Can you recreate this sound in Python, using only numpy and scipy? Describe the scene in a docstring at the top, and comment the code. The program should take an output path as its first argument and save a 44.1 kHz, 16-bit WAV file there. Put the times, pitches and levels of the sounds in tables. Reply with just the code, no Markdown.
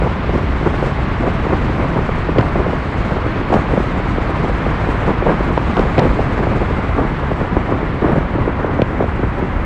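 """Slipstream buffets a microphone outside a car in a rock tunnel: low lumps, gusts, a thin whistle past
the port and short eddies that drop in pitch, some of the hardest with a snap of the diaphragm.
Fine grit ticks on the housing. Tyre and engine roar comes back off the walls as a smooth wash."""
import sys
import numpy as np
from scipy import signal
from scipy.fft import rfft, irfft, next_fast_len
from scipy.io import wavfile
from scipy.ndimage import uniform_filter1d, minimum_filter1d, map_coordinates

SR = 44100
rng = np.random.default_rng(int(sys.argv[2]) if len(sys.argv) > 2 else 0)


def pcm_store(signal):
    """Save signal as 16-bit PCM."""
    levels = np.round(np.clip(np.atleast_2d(signal), -1, 1) * 32767)
    wavfile.write(sys.argv[1], SR, levels.astype(np.int16).T)


N = 425565


def amp(db):
    """Decibels to gain."""
    return 10 ** (np.asarray(db) / 20)


def unit(x):
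    """x at rms 1."""
    return x / np.sqrt(np.mean(x ** 2) + 1e-20)


def curves(rows):
    """Per-sample curve for each column after time_s."""
    time_s, *columns = np.transpose(rows)
    return [np.interp(np.arange(N) / SR, time_s, column) for column in columns]


def wobble(rate_hz):
    """Smooth random curve, rate_hz knots a second."""
    knots = rng.standard_normal(int(N * rate_hz / SR) + 4)
    return map_coordinates(knots, [np.arange(N) * rate_hz / SR])


def filtered(x, response):
    """FFT filter with gain response(hz)."""
    size = next_fast_len(N + 8192)
    return irfft(rfft(x, size) * response(np.fft.rfftfreq(size, 1 / SR)), size)[..., :N]


def band(hz, centre_hz, width_hz):
    """Response of one resonance."""
    return 1j * hz * width_hz / (centre_hz ** 2 - hz ** 2 + 1j * hz * width_hz)


def rush(spectrum, patchy_db):
    """Shaped noise at rms 1, with random gain patches in time and frequency."""
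    bins = signal.stft(rng.standard_normal(N + 512), nperseg=512)[2]
    patches = uniform_filter1d(rng.standard_normal(bins.shape), size=8, axis=0)
    patches = uniform_filter1d(patches, size=6, axis=1)
    noise = signal.istft(bins * amp(patchy_db * unit(patches)), nperseg=512)[1][:N]
    freq_hz, density_db = np.transpose(spectrum)
    response = lambda hz: amp(np.interp(np.log(hz + 1), np.log(freq_hz + 1), density_db, -120, -120))
    return unit(filtered(noise, response))


def click_envelope(t60_s):
    """Fast rise, exponential decay: 400 samples, peak 1."""
    t = np.arange(400) / SR
    envelope = amp(-60 * t / t60_s) * (1 - np.exp(-t / .0007))
    return envelope / envelope.max()


def road_and_buffet(flow):
    """Tyre and engine noise, steady as a tunnel's wash, over low lumps of air pressure."""
    drive = [(0.0, -26, -39, -19), (0.9, -25.5, -38.5, -19), (2.1, -25, -39.5, -17.5),
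             (3.15, -25.5, -39.5, -19), (4.5, -24.5, -39, -18.5), (5.1, -23, -39.5, -17.5),
             (5.6, -25, -39.5, -17.5), (6.0, -24.5, -38.5, -16.5), (6.9, -25.5, -41, -18.5),
             (8.8, -26.5, -46, -19.5), (9.65, -26.5, -46, -19)]  # time_s, roar_db, tyre_db, buffet_db
    # freq_hz, density_db
    roar_spectrum = [(60, -59), (150, -11.5), (300, -2), (600, -3.5), (1100, -1), (1500, -5), (2100, -8.5),
                     (3200, -24), (5000, -45)]
    tyre_spectrum = [(1200, -38), (2100, 2.5), (3200, -4), (4200, -9.5), (5500, -20.5), (9000, -46.5)]
    buffet_spectrum = [(12, -42), (22, -7.5), (35, -3), (54, -1), (75, -3.5), (130, -6.5), (300, -14.5),
                       (700, -34)]
    roar_db, tyre_db, buffet_db = curves(drive)
    roar = amp(roar_db + .43 * flow) * rush(roar_spectrum, patchy_db=.42)
    tyres = amp(tyre_db + .39 * flow + .26 * wobble(11)) * rush(tyre_spectrum, patchy_db=.94)
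    buffet = amp(buffet_db + .68 * flow) * rush(buffet_spectrum, patchy_db=.62)
    return roar + tyres + buffet


def grit_ticks():
    """Grit hits the housing: dry treble ticks."""
    impacts = [(3.1108, -54), (3.3149, -54), (3.4635, -54), (3.4845, -52), (3.539, -52), (4.4009, -55),
               (4.5052, -53), (5.9803, -49), (6.4837, -55), (6.9057, -53), (6.9396, -52), (7.3826, -55),
               (7.5627, -52), (8.1215, -46), (8.1798, -52), (8.3983, -56), (9.0109, -52), (9.3891, -52),
               (9.3955, -52)]  # start_s, level_db
    grit = np.zeros(N + 400)
    for start_s, level_db in impacts:
        tick = amp(level_db) * click_envelope(t60_s=.009) * rng.choice([-1, 1], 400)
        grit[round(start_s * SR):][:400] += tick
    return filtered(grit[:N], lambda hz: band(hz, 11000, 12000) ** 3)


def diaphragm_snaps():
    """Each snap rings the port for a few unsteady cycles, with a rattle on top."""
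    snaps = [(2.384, -8.5, 2490, -21), (2.389, -15, 1980, -15), (2.398, -32, 2400, -14),
             (2.41, -13.5, 1510, -22), (3.539, -18, 1500, -20), (5.576, -17, 1290, -30),
             (5.7678, -22, 3360, -19), (5.793, -20, 2340, -16), (5.9805, -9, 2290, -18),
             (5.989, -19, 3300, -23), (5.9928, -20.5, 4230, 1.5), (5.9949, -15, 2140, -22),
             (8.8179, -15, 2410, -19.5)]  # start_s, level_db, ring_hz, rattle_rel_db
    ring, rattle = np.zeros((2, N + 400))
    t = np.arange(400) / SR
    for start_s, level_db, ring_hz, rattle_rel_db in snaps:
        at = round(start_s * SR)
        tone = np.sin(2 * np.pi * ring_hz * t + np.cumsum(rng.normal(0, .3, 400)))
        noise = rng.choice([-1, 1], 400)
        ring[at:at + 400] += amp(level_db) * click_envelope(t60_s=.012) * tone
        rattle[at:at + 400] += amp(level_db + rattle_rel_db) * click_envelope(t60_s=.0096) * noise
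    return (filtered(ring[:N], lambda hz: 1 / (1 + (hz / 5500) ** 8))
            + filtered(rattle[:N], lambda hz: band(hz, 4600, 6000) ** 2 / (1 + (hz / 8500) ** 12)))


def gust_levels():
    """Turbulence and whistle levels in dB: each gust swells, holds and dies over the breeze."""
    breeze = [(0.0, -25, -58), (0.5, -30.5, -57.5), (0.8, -24.5, -54.5), (1.2, -32.5, -58.5),
              (1.8, -23, -55), (2.4, -31.5, -57), (3.0, -24.5, -54.5), (3.45, -29.5, -58),
              (3.8, -26.5, -55), (4.5, -28.5, -56.5), (4.95, -23.5, -53), (5.2, -27, -57),
              (5.85, -26.5, -53.5), (6.4, -21, -55), (6.95, -27, -57.5), (7.45, -25, -57.5),
              (7.9, -29.5, -62), (8.5, -24.5, -61), (9.1, -29, -60), (9.65, -33, -60.5)]  # time_s, turbulence_db, whistle_db
    gusts = [(0.04, -17, 10, 42, 5), (0.36, -22, 17, 100, 4), (0.66, -11, 12, 19.5, 5),
             (0.83, -25, 30, 60, 3.5), (1.25, -20.5, 50, 91, 3), (1.52, -13.5, 8.3, 40, 3.5),
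             (1.79, -23, 15, 50, 1), (1.96, -20, 38, 74, 0.5), (2.38, -14.5, 16, 28, 2),
             (2.56, -19.5, 44, 80, 0.5), (3.16, -27.5, 22, 120, -1), (3.525, -12, 45, 30, 9),
             (3.67, -21.5, 10, 70, -2), (3.75, -21.5, 57, 92, 2.5), (4.29, -20.5, 17, 27, 3),
             (4.44, -21, 20, 120, 1.5), (5.08, -17, 16, 28, 2), (5.27, -13.5, 40, 27, 3.5),
             (5.5, -23.5, 20, 52, 0.5), (5.78, -14.5, 30, 35, 2.5), (5.984, -4.5, 11, 18, -2),
             (6.02, -15, 25, 59, 2.5), (6.98, -15.5, 25, 50, 4), (7.57, -15.5, 8.4, 15, 0),
             (7.72, -21, 10, 120, 1), (8.024, -14, 106, 21, 3), (8.158, -16.5, 17, 18, 6),
             (8.64, -20, 15, 70, 0), (8.8, -26, 25, 80, 0.5), (9.0, -19, 31, 35, 3),
             (9.38, -23, 62, 30, 0.5)]  # peak_s, level_db, hold_ms, fall_10db_ms, whistle_lift_db
    rise_to_fall = .41
    breeze_db, whistle_db = curves(breeze)
    power, t = amp(2 * breeze_db), np.arange(N) / SR
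    for peak_s, level_db, hold_ms, fall_10db_ms, lift_db in gusts:
        away_s = np.maximum((peak_s - t) / rise_to_fall, t - peak_s - hold_ms / 1000)
        drop_db = 10 * np.maximum(0, away_s) / (fall_10db_ms / 1000)
        power = power + amp(2 * (level_db - drop_db))
        whistle_db = whistle_db + lift_db * amp(-drop_db)
    return 10 * np.log10(power), whistle_db


def port_whistle(whistle_db, flow, ragged):
    """Air past the port: a thin hiss, with the finest jets fizzing in spurts."""
    # freq_hz, density_db
    hiss_spectrum = [(2500, -17.5), (4500, -1.5), (6000, -3), (8000, -5.5), (9500, -14.5), (11000, -28)]
    fizz_spectrum = [(6000, -20), (9000, 0), (11000, -1.5), (14500, -1.5), (16000, -5.5)]
    hiss = unit(amp(.5 * ragged + 1.4 * flow) * rush(hiss_spectrum, patchy_db=1.3))
    fizz = unit(amp(1.8 * flow + .6 * wobble(20)) * rush(fizz_spectrum, patchy_db=1.0))
    return amp(whistle_db) * hiss + amp(whistle_db - 19.5) * fizz


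def vortices(peak_s, level_db, pitch_hz, length_s, fall, rough_rad):
    """Pressure of passing vortices: a few torn cycles, dropping in pitch as each vortex widens."""
    offsets = np.arange(-500, 1300)
    age = offsets / SR / length_s[:, None]  # in lengths from the peak
    taper = np.hanning(2600)[800:]
    envelope = np.exp(-3 * np.minimum(age, 0) ** 2) / (1 + 2 * np.maximum(age, 0) ** 2) * taper
    cycles = (pitch_hz * length_s)[:, None] / fall * (1 - np.exp(-fall * np.maximum(age, -2)))
    tear = uniform_filter1d(rng.standard_normal(age.shape), size=18, axis=1)  # turbulent phase jitter
    phase = 2 * np.pi * (cycles + rng.random((len(peak_s), 1))) + rough_rad * unit(tear)
    waves = amp(level_db)[:, None] * envelope * np.cos(phase)
    at = np.round(peak_s * SR).astype(int)[:, None] + offsets + 500
    pressure = np.bincount(at.ravel(), waves.ravel(), N + 1800)[500:N + 500]
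    return filtered(pressure, lambda hz: band(hz, 280, 2800) / (1 + (hz / 1700) ** 4))


def small_eddies(gust_db):
    """Swarm of 900 random eddies, louder in the gusts."""
    when, strength, pitch, length = rng.random((900, 4)).T
    peak_s = when * (N - 1) / SR
    level_db = np.minimum(gust_db[(peak_s * SR).astype(int)] - .3 - 3.7 * np.log(strength + 1e-4), -12)
    pitch_hz = 280 * 5.06 ** (pitch ** 1.71)
    length_s = (1.2 + 1.2 * length) / pitch_hz
    return vortices(peak_s, level_db, pitch_hz, length_s, fall=.6, rough_rad=.5)


def strong_eddies():
    """Single hard eddies, each with a lower thump from the air mass behind it."""
    eddies = [(0.021, -9.5, 530, 4.3), (0.047, -18, 536, 6.5), (0.296, -7.5, 432, 3.5),
              (0.357, -11, 470, 5.8), (0.631, -9.5, 380, 5.7), (0.673, -11, 377, 6.4),
              (0.743, -12, 590, 6.6), (0.844, -14.5, 420, 9), (1.242, -12.5, 520, 8.5),
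              (1.283, -13, 675, 5), (1.468, -10, 473, 6.6), (1.531, -10.5, 433, 10), (1.802, -10, 560, 3),
              (1.962, -10, 390, 4.3), (1.991, -9, 430, 2.6), (2.094, -10, 497, 7.3),
              (2.293, -8.5, 423, 8.7), (2.362, -10, 570, 3.8), (2.387, 6.5, 410, 5), (2.398, -5, 330, 5.3),
              (2.407, -13, 400, 8.2), (2.558, -6, 500, 3), (2.601, -7, 510, 3.2), (2.666, -11.5, 527, 7.8),
              (3.169, -11, 440, 6.1), (3.265, -6, 390, 2.3), (3.415, -11, 400, 4.1), (3.505, -8, 403, 5.3),
              (3.529, -7, 706, 8), (3.542, -2.5, 730, 4.5), (3.557, -6, 450, 3.4), (3.568, -7, 450, 3.2),
              (3.739, -5.5, 367, 4.7), (3.778, -3.5, 515, 3.7), (4.002, -11, 460, 4),
              (4.185, -8.5, 422, 4.5), (4.453, -14.5, 420, 7.6), (4.666, -9, 526, 5.9),
              (4.89, -8, 350, 4.5), (5.082, -6, 397, 4.7), (5.093, -9, 408, 2.7), (5.226, -8.5, 477, 8.6),
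              (5.269, -6, 370, 3.2), (5.295, -5, 470, 2.6), (5.317, -9, 460, 5.4), (5.409, -7, 388, 3.2),
              (5.578, 1, 540, 3.1), (5.77, -13, 780, 8), (5.797, -4, 440, 9.1), (5.984, -7, 392, 6.4),
              (5.994, -18, 360, 4), (6.035, -11, 495, 5.7), (6.194, -9.5, 564, 6.6), (6.472, -10, 490, 5.3),
              (6.712, -11.5, 423, 9), (6.985, -10.5, 494, 5.5), (7.051, -9, 340, 3.7),
              (7.318, -7.5, 458, 3.9), (7.414, -10, 560, 5.3), (7.569, -1, 380, 1.8),
              (7.724, -3.5, 385, 2.3), (8.026, -10, 383, 5), (8.047, -3, 363, 7.9), (8.086, -11, 500, 3.4),
              (8.1, -9, 330, 7.2), (8.118, -10, 473, 3.6), (8.133, -11, 340, 2.6), (8.165, -12, 453, 11),
              (8.359, -9.5, 300, 10), (8.479, -9, 400, 5.9), (8.647, -7, 534, 5.2), (8.791, -10, 750, 2.7),
              (8.797, -4, 380, 2.8), (8.821, -0.5, 440, 3.3), (9.008, -4.5, 544, 6.9),
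              (9.043, -7.5, 510, 4.4), (9.235, -7.5, 355, 6.5)]  # peak_s, level_db, pitch_hz, length_ms
    peak_s, level_db, pitch_hz, length_ms = np.transpose(eddies)
    cores = vortices(peak_s, level_db, pitch_hz, np.clip(length_ms, 2, 16) / 1000, fall=.7, rough_rad=.45)
    thumps = vortices(peak_s + .00394, level_db - 9, pitch_hz / 2.82, .0048 + length_ms / 1000,
                      fall=.3, rough_rad=.29)
    return cores + thumps


def slipstream(flow):
    """Gusting air at the microphone: ragged turbulence, port whistle and eddies."""
    turbulence_spectrum = [(50, -22.5), (130, 0.5), (300, -4.5), (600, -8), (1000, -12), (1700, -24),
                           (4000, -51)]  # freq_hz, density_db
    gust_db, whistle_db = gust_levels()
    ragged = wobble(70)
    turbulence = amp(gust_db) * unit(amp(3.5 * ragged) * rush(turbulence_spectrum, patchy_db=2.5))
    return turbulence + port_whistle(whistle_db, flow, ragged) + small_eddies(gust_db) + strong_eddies()


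def scene():
    """Mono mix; one unsteady air flow modulates road noise, buffet and whistle."""
    flow = unit(wobble(55) + .5 * wobble(28))
    return (road_and_buffet(flow) + slipstream(flow) + diaphragm_snaps() + grit_ticks())[None]


def record(dry):
    """Capsule hiss, peak limiter, band limit."""
    capsule_spectrum = [(5000, -19), (8000, -3.5), (11000, 5), (14500, -1.5), (16000, -4)]  # freq_hz, density_db
    ceiling, top_hz = .97, 15720
    dry = dry + amp(-82) * rush(capsule_spectrum, patchy_db=.6)
    max_gain = np.minimum(1, ceiling / (np.abs(dry) + 1e-9))
    gain = uniform_filter1d(minimum_filter1d(max_gain, size=181, axis=1), size=180, axis=1)
    return filtered(dry * gain, lambda hz: hz < top_hz)


dry = scene()
out = record(dry)
pcm_store(out)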